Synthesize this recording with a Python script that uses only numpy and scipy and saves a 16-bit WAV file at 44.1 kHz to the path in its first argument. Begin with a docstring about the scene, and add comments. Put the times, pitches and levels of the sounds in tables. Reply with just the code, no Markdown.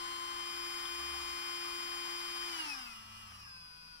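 """An electric nail file runs free at 347 turns/s in a gloved hand, close to a phone; the grip settles
by 0.5 s. Shaft, commutator and bearing tones whine, coloured by handpiece and room reflections;
brushes and bearings rub. Near 1.2 s a fan hum swells over the rumble of a small room. At 2.5 s a tick:
the motor is turned down to 220 turns/s, the casing rings, the tones slide through fixed peaks and dips.
From 3 s the low hums swell; at 3.2 s a second step leads down to about 165 turns/s."""
import sys
import numpy as np
from scipy import signal
from scipy.fft import rfft, irfft
from scipy.io import wavfile
from scipy.ndimage import uniform_filter1d

SR = 44100
rng = np.random.default_rng(int(sys.argv[2]) if len(sys.argv) > 2 else 0)


def generate_wav(sig):
    """Save sig (samples, or channels by samples) to the path in sys.argv[1] as 16-bit PCM at SR."""
    pcm = np.round(np.clip(np.atleast_2d(sig).T, -1, 1) * 32767).astype(np.int16)
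    wavfile.write(sys.argv[1], SR, pcm)


N = 176400

# shaft speed: t/s, f/Hz
SHAFT_HZ = [(0.0, 346.3), (0.45, 347.1), (1.95, 347.4), (2.07, 346.9), (2.48, 347.4), (2.52, 341.5),
            (2.62, 316.5), (2.73, 278.5), (2.86, 239.2), (2.92, 226.5), (2.97, 220.5), (3.04, 218.9),
            (3.2, 221.4), (3.26, 216.8), (3.36, 203.3), (3.49, 178.0), (3.55, 172.0), (3.65, 167.7),
            (3.78, 166.2), (3.91, 165.7), (3.97, 162.3), (4.0, 157.3)]
# shaft orders 1, 2, 3 ..; the commutator lifts every third: fast level/dB, slow level/dB
SHAFT_ORDERS_DB = [(14.5, 17.5), (-2.5, -7), (-2, 9), (-24, -19), (-0.5, -5), (7, 3.5), (1, -8), (-8, -4),
                   (8, 10.5), (-2.5, -10), (-1, 2.5), (-2.5, -3.5), (-6, 2.5), (1.5, -1.5), (-0.5, 3),
                   (-5, -0.5), (-2.5, -10), (5, -10), (12.5, -3), (8, -2.5), (4.5, -4), (2, -7), (2, -2.5),
                   (9.5, 4), (2.5, 1), (-11, 1), (0, 6), (-2, 9), (-16, 11), (7, 9.5), (4, -3), (3.5, -3),
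                   (7.5, 3), (-16, -9), (3, -11), (4, 12.5), (-2, 0), (2, -3), (2, -6), (-1, -13), (7, -16),
                   (2, 7.5), (8, -8), (0, -8), (7, -19)]
# tones shifted by the settling grip: order -> gain/dB
GRIP_GAIN_DB = {3: 6, 7: -10, 12: 8, 14: -3, 15: -4.5, 24: 4.5, 27: -7, 30: 3, 33: -22}
# bearing tones, the one near 20 beats with that shaft order: order, level/dB
BEARING_ORDERS_DB = [(4.3, -4), (6.3, -29), (17.22, -7), (19.958, 2.5), (20.53, -10), (20.91, -7),
                     (21.53, -8), (25.58, -13), (26.58, -15), (39.23, -12)]
# fixed whine colouring by handpiece and room reflections, per microphone: f/Hz, left/dB, right/dB
WHINE_COLOUR_DB = [(160, -72.5, -72), (350, -69.5, -70.5), (663, -72.5, -89), (874, -51, -75),
                   (1050, -45.5, -50), (1330, -49, -65.5), (1620, -51, -56.5), (1770, -74, -67),
                   (2284, -67.5, -62), (2489, -46.5, -62), (2890, -49.5, -42.5), (2960, -50, -62),
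                   (3720, -64, -67), (4400, -64, -61), (4680, -49, -54.5), (5200, -56, -49),
                   (5200, -50.5, -51.5), (5870, -70.5, -67.5), (6760, -75.5, -81), (8200, -69.5, -82.5),
                   (9140, -75.5, -78), (9250, -60.5, -78), (9980, -61, -100), (10620, -76, -98),
                   (11970, -67.5, -92), (12900, -76, -91), (15800, -76, -104)]
# right microphone lag: f/Hz, phase/rad
MIC_LAG_RAD = [(0, 0), (347, 1.21), (1040, 2.5), (1735, 4), (2080, 6.5), (2430, 6.5), (2800, 10),
               (3150, 11), (4170, 12.5), (4860, 16.5), (5210, 17), (8600, 30.5), (15400, 36)]
# whine trim on top of the speed law: t/s, gain/dB
WHINE_TRIM_DB = [(0, 0), (.3, -0.5), (.6, 1), (1.2, 1.67), (2.4, 0.84), (2.55, 2), (2.73, 1), (2.9, 2.5),
                 (3.05, -1), (3.2, 0.5), (3.4, -2), (3.55, 2.5), (3.75, 2), (4, 1.5)]
# brush and bearing friction spectrum at full speed: f/Hz, left density/dB, right density/dB
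RUB_SPECTRUM_DB = [(185, -111, -109.5), (278, -82.5, -99.5), (406, -96, -94.5), (505, -103, -103),
                   (796, -78, -92), (1243, -74.5, -74.5), (1960, -77, -90.5), (2600, -84.5, -86.5),
                   (3270, -83, -88.5), (4320, -98, -85), (4970, -94, -85), (5220, -87, -89.5),
                   (6600, -91, -104), (8900, -93, -100), (9800, -100, -120), (11500, -95, -120),
                   (12600, -101, -123), (15500, -103, -125)]
# friction trim on top of the speed law: t/s, gain/dB
RUB_TRIM_DB = [(0, -2), (.6, -1.5), (2.4, -1), (2.6, 3), (2.8, 3.5), (3.02, 0), (3.2, -1.5), (3.4, 2.5),
               (3.6, -3), (4, -2)]
# low casing rattle: t/s, level/dB
RATTLE_DB = [(0, -58), (.6, -54.5), (2.4, -57.5), (2.6, -71), (2.85, -57.5), (3.02, -67.5), (3.2, -60.5),
             (3.42, -65), (3.6, -66.5), (4, -76)]
# high metallic casing ring: t/s, level/dB
RING_DB = [(0, -84), (2.47, -71), (2.58, -52), (2.73, -48), (2.86, -57), (3, -73), (3.25, -74), (3.42, -63),
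           (3.6, -72.5), (4, -65)]
# speed control and grip ticks: t/s, level/dB, f/Hz, width/Hz, decay/s
TICK_EVENTS = [(0.854, -41, 3410, 300, .005), (2.496, -39, 3950, 4000, .003),
               (3.32, -50.5, 1720, 1800, 0.0056)]
# room noise spectrum: f/Hz, density/dB
ROOM_SPECTRUM_DB = [(20, -84), (45, -80), (85, -87), (130, -92.5), (200, -88.5), (300, -99), (480, -105),
                    (1000, -103), (3000, -111), (8000, -119), (15000, -122)]
# fan hum: t/s, level/dB
FAN_DB = [(0, -80), (.45, -70), (.9, -68), (1.05, -58), (1.25, -54.5), (1.45, -81), (2.9, -82),
          (3.25, -60.5), (3.45, -69), (3.7, -84), (4, -82)]
# second low hum: t/s, level/dB
DRONE_DB = [(0, -74), (2.75, -90), (3, -67), (3.2, -64), (3.55, -63), (3.75, -76), (4, -76)]

FULL_SPEED_HZ, TOP_HZ = 347, 15750
WOBBLE_SHARE, WOBBLE_SHARE_PER_OCT = .00025, .0012
WHINE_GAIN_DB, WHINE_DB_PER_OCT, SLOW_SPAN_OCT = -0.5, 19.5, 0.63
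HIGH_ORDER_DB, HIGH_SIXTH_DB = 2.5, 8.5
GRIP_HOLD_S, GRIP_END_S = 0.25, 0.51
FLUTTER_DB, SWAY_DB = 1.16, 0.76
GLIDE_FLUTTER_DB, GLIDE_TREBLE_DB, TREBLE_HZ = 1.5, -0.5, 11100  # dB at a glide of 1 oct/s
RUB_GAIN_DB, RUB_GRAIN_DB, RUB_COHERENCE = -0.5, 1, 0.57
RUB_SPLIT_HZ, BODY_DB_PER_OCT, HISS_DB_PER_OCT, HISS_DEPTH = 9500, 20, 9, 0.36
RATTLE_HZ, RATTLE_WIDTH_HZ, RING_HZ, RING_WIDTH_HZ = 1175, 170, 5220, 820
KNOCK_DEPTH, RATTLE_GRAIN_DB = 0.31, 2.5
FAN_HZ, DRONE_HZ, HUM_DRIFT_HZ = 68, 102, 2.5
ROOM_GAIN_DB, ROOM_WIDE_HZ = -5.5, 900


def whine(speed_hz, turns):
    """Shaft and bearing tones, coloured by handpiece and room reflections; more flutter in glides."""
    tones = [(order, *levels_db) for order, levels_db in enumerate(SHAFT_ORDERS_DB, 1)]
    high = [(order, HIGH_ORDER_DB if order % 6 else HIGH_SIXTH_DB) for order in range(len(tones) + 1, 76)]
    tones += [(order, db, db) for order, db in high + list(BEARING_ORDERS_DB)]
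    speed_oct = np.log2(speed_hz / FULL_SPEED_HZ)
    slow_share = np.clip(-speed_oct / SLOW_SPAN_OCT, 0, 1)
    slope_oct_per_s = np.gradient(np.log2(curve(SHAFT_HZ))) * SR
    glide_oct_per_s = uniform_filter1d(np.abs(slope_oct_per_s), size=3000)
    grip = curve([(0, 1), (GRIP_HOLD_S, 1), (GRIP_END_S, 0)])
    out = np.zeros((2, N))
    for order, fast_db, slow_db in tones:
        hz = order * speed_hz
        level_db = fast_db + (slow_db - fast_db) * slow_share + grip * GRIP_GAIN_DB.get(order, 0)
        flutter_db = (FLUTTER_DB + GLIDE_FLUTTER_DB * glide_oct_per_s) * walk(rate_hz=40)
        sway_db = SWAY_DB * walk(rate_hz=3.02)
        treble_db = GLIDE_TREBLE_DB * glide_oct_per_s * (hz / TREBLE_HZ) ** 2
        gain = undb(level_db + flutter_db + sway_db + treble_db) * (hz < TOP_HZ)
        phase_rad = 2 * np.pi * (order * turns + rng.random())
        for side in range(2):
            out[side] += gain * response(WHINE_COLOUR_DB, hz, side) * np.sin(phase_rad - side * lag_rad(hz))
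    return np.sqrt(2) * out * undb(WHINE_GAIN_DB + WHINE_DB_PER_OCT * speed_oct + curve(WHINE_TRIM_DB))


def rubbing(speed_hz, turns):
    """Brush and bearing friction: the hiss pulses once a turn, the body fades faster on slowing."""
    hz = bins_hz()
    left = noise_spectrum()
    common = RUB_COHERENCE * left * np.exp(-1j * lag_rad(hz))
    right = common + np.sqrt(1 - RUB_COHERENCE ** 2) * noise_spectrum()
    friction = np.array([left * response(RUB_SPECTRUM_DB, hz, 0), right * response(RUB_SPECTRUM_DB, hz, 1)])
    lowpass = 1 / (1 + (hz / RUB_SPLIT_HZ) ** 4)
    speed_oct = np.log2(speed_hz / FULL_SPEED_HZ)
    body = irfft(friction * lowpass, N) * undb(BODY_DB_PER_OCT * speed_oct)
    hiss = irfft(friction * (1 - lowpass), N) * undb(HISS_DB_PER_OCT * speed_oct)
    hiss *= 1 + HISS_DEPTH * np.cos(2 * np.pi * turns)
    return (body + hiss) * undb(RUB_GAIN_DB + curve(RUB_TRIM_DB) + RUB_GRAIN_DB * walk(rate_hz=120))


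def rattle(turns, right_db=-0.5):
    """Shaft play shakes two casing resonances once a turn."""
    knock = 1 + KNOCK_DEPTH * np.cos(2 * np.pi * turns)
    modes = (RATTLE_HZ, RATTLE_WIDTH_HZ, RATTLE_DB), (RING_HZ, RING_WIDTH_HZ, RING_DB)
    out = np.zeros((2, N))
    for hz, width_hz, level_db in modes:
        resonance = np.array([band(hz, width_hz), band(hz, width_hz)])
        out += resonance * undb(curve(level_db) + RATTLE_GRAIN_DB * walk(rate_hz=60))
    return out * knock * undb([[0], [right_db]])


def ticks(right_db=-5):
    """Damped ticks of speed control and grip, nearer the left microphone."""
    t_s, out = np.arange(N) / SR, np.zeros(N)
    for start_s, level_db, hz, width_hz, decay_s in TICK_EVENTS:
        envelope = (t_s >= start_s) * np.exp(-np.abs(t_s - start_s) / decay_s)
        out += undb(level_db) * band(hz, width_hz) * envelope
    return out * undb([[0], [right_db]])


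def hums():
    """Fan hum and a second low hum: each a wavering tone plus narrow noise."""
    out = np.zeros(N)
    for hz, level_db in ((FAN_HZ, FAN_DB), (DRONE_HZ, DRONE_DB)):
        pitch_hz = hz + HUM_DRIFT_HZ * walk(rate_hz=9)
        tone = np.sin(2 * np.pi * np.cumsum(pitch_hz) / SR)
        out += undb(curve(level_db)) * (tone + .4 * band(hz, width_hz=8))
    return out


def room():
    """Room rumble: bass alike on both sides, treble wide."""
    hz = bins_hz()
    spectrum = response(ROOM_SPECTRUM_DB, hz)
    mid = irfft(noise_spectrum() * spectrum, N)
    side = irfft(noise_spectrum() * spectrum * hz / (hz + ROOM_WIDE_HZ), N)
    return undb(ROOM_GAIN_DB) * np.array([mid + side, mid - side])


def undb(db):
    """Decibels to gain."""
    return 10 ** (np.asarray(db) / 20)


def curve(points):
    """Straight lines through (t/s, value) points."""
    return np.interp(np.arange(N) / SR, *np.array(points, float).T)


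def response(table, hz, side=0):
    """Gain at hz from a (f/Hz, level/dB, ..) table."""
    table = np.array(table, float)
    return undb(np.interp(np.log(np.maximum(hz, 1)), np.log(table[:, 0]), table[:, 1 + side]))


def walk(rate_hz):
    """Smooth random signal, spread near 1."""
    steps = rng.standard_normal(1024)
    return np.interp(np.arange(N) / SR * rate_hz, np.arange(len(steps)), steps)


def bins_hz():
    """FFT bin frequencies."""
    return np.arange(N // 2 + 1) * SR / N


def noise_spectrum():
    """White noise, unit power per Hz."""
    return rfft(rng.standard_normal(N)) * np.sqrt(SR / 2)


def band(hz, width_hz):
    """Noise in one resonance, rms 1."""
    x = irfft(noise_spectrum() / (1 + ((bins_hz() - hz) / width_hz * 2) ** 2), N)
    return x / x.std()


def lag_rad(hz):
    """Phase lag of the right microphone."""
    return np.interp(hz, *np.array(MIC_LAG_RAD, float).T)


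def scene():
    """One shaft speed drives tones, friction and rattle; the motor runs less evenly when slow."""
    set_hz = curve(SHAFT_HZ)
    wobble = WOBBLE_SHARE + WOBBLE_SHARE_PER_OCT * np.log2(FULL_SPEED_HZ / set_hz)
    speed_hz = set_hz * (1 + wobble * walk(rate_hz=22))
    turns = np.cumsum(speed_hz) / SR
    return whine(speed_hz, turns) + rubbing(speed_hz, turns) + rattle(turns) + ticks() + room() + hums()


def record(dry):
    """The phone cuts the top."""
    return signal.sosfilt(signal.ellip(12, .1, 80, TOP_HZ, fs=SR, output="sos"), dry)


dry = scene()
out = record(dry)
generate_wav(out)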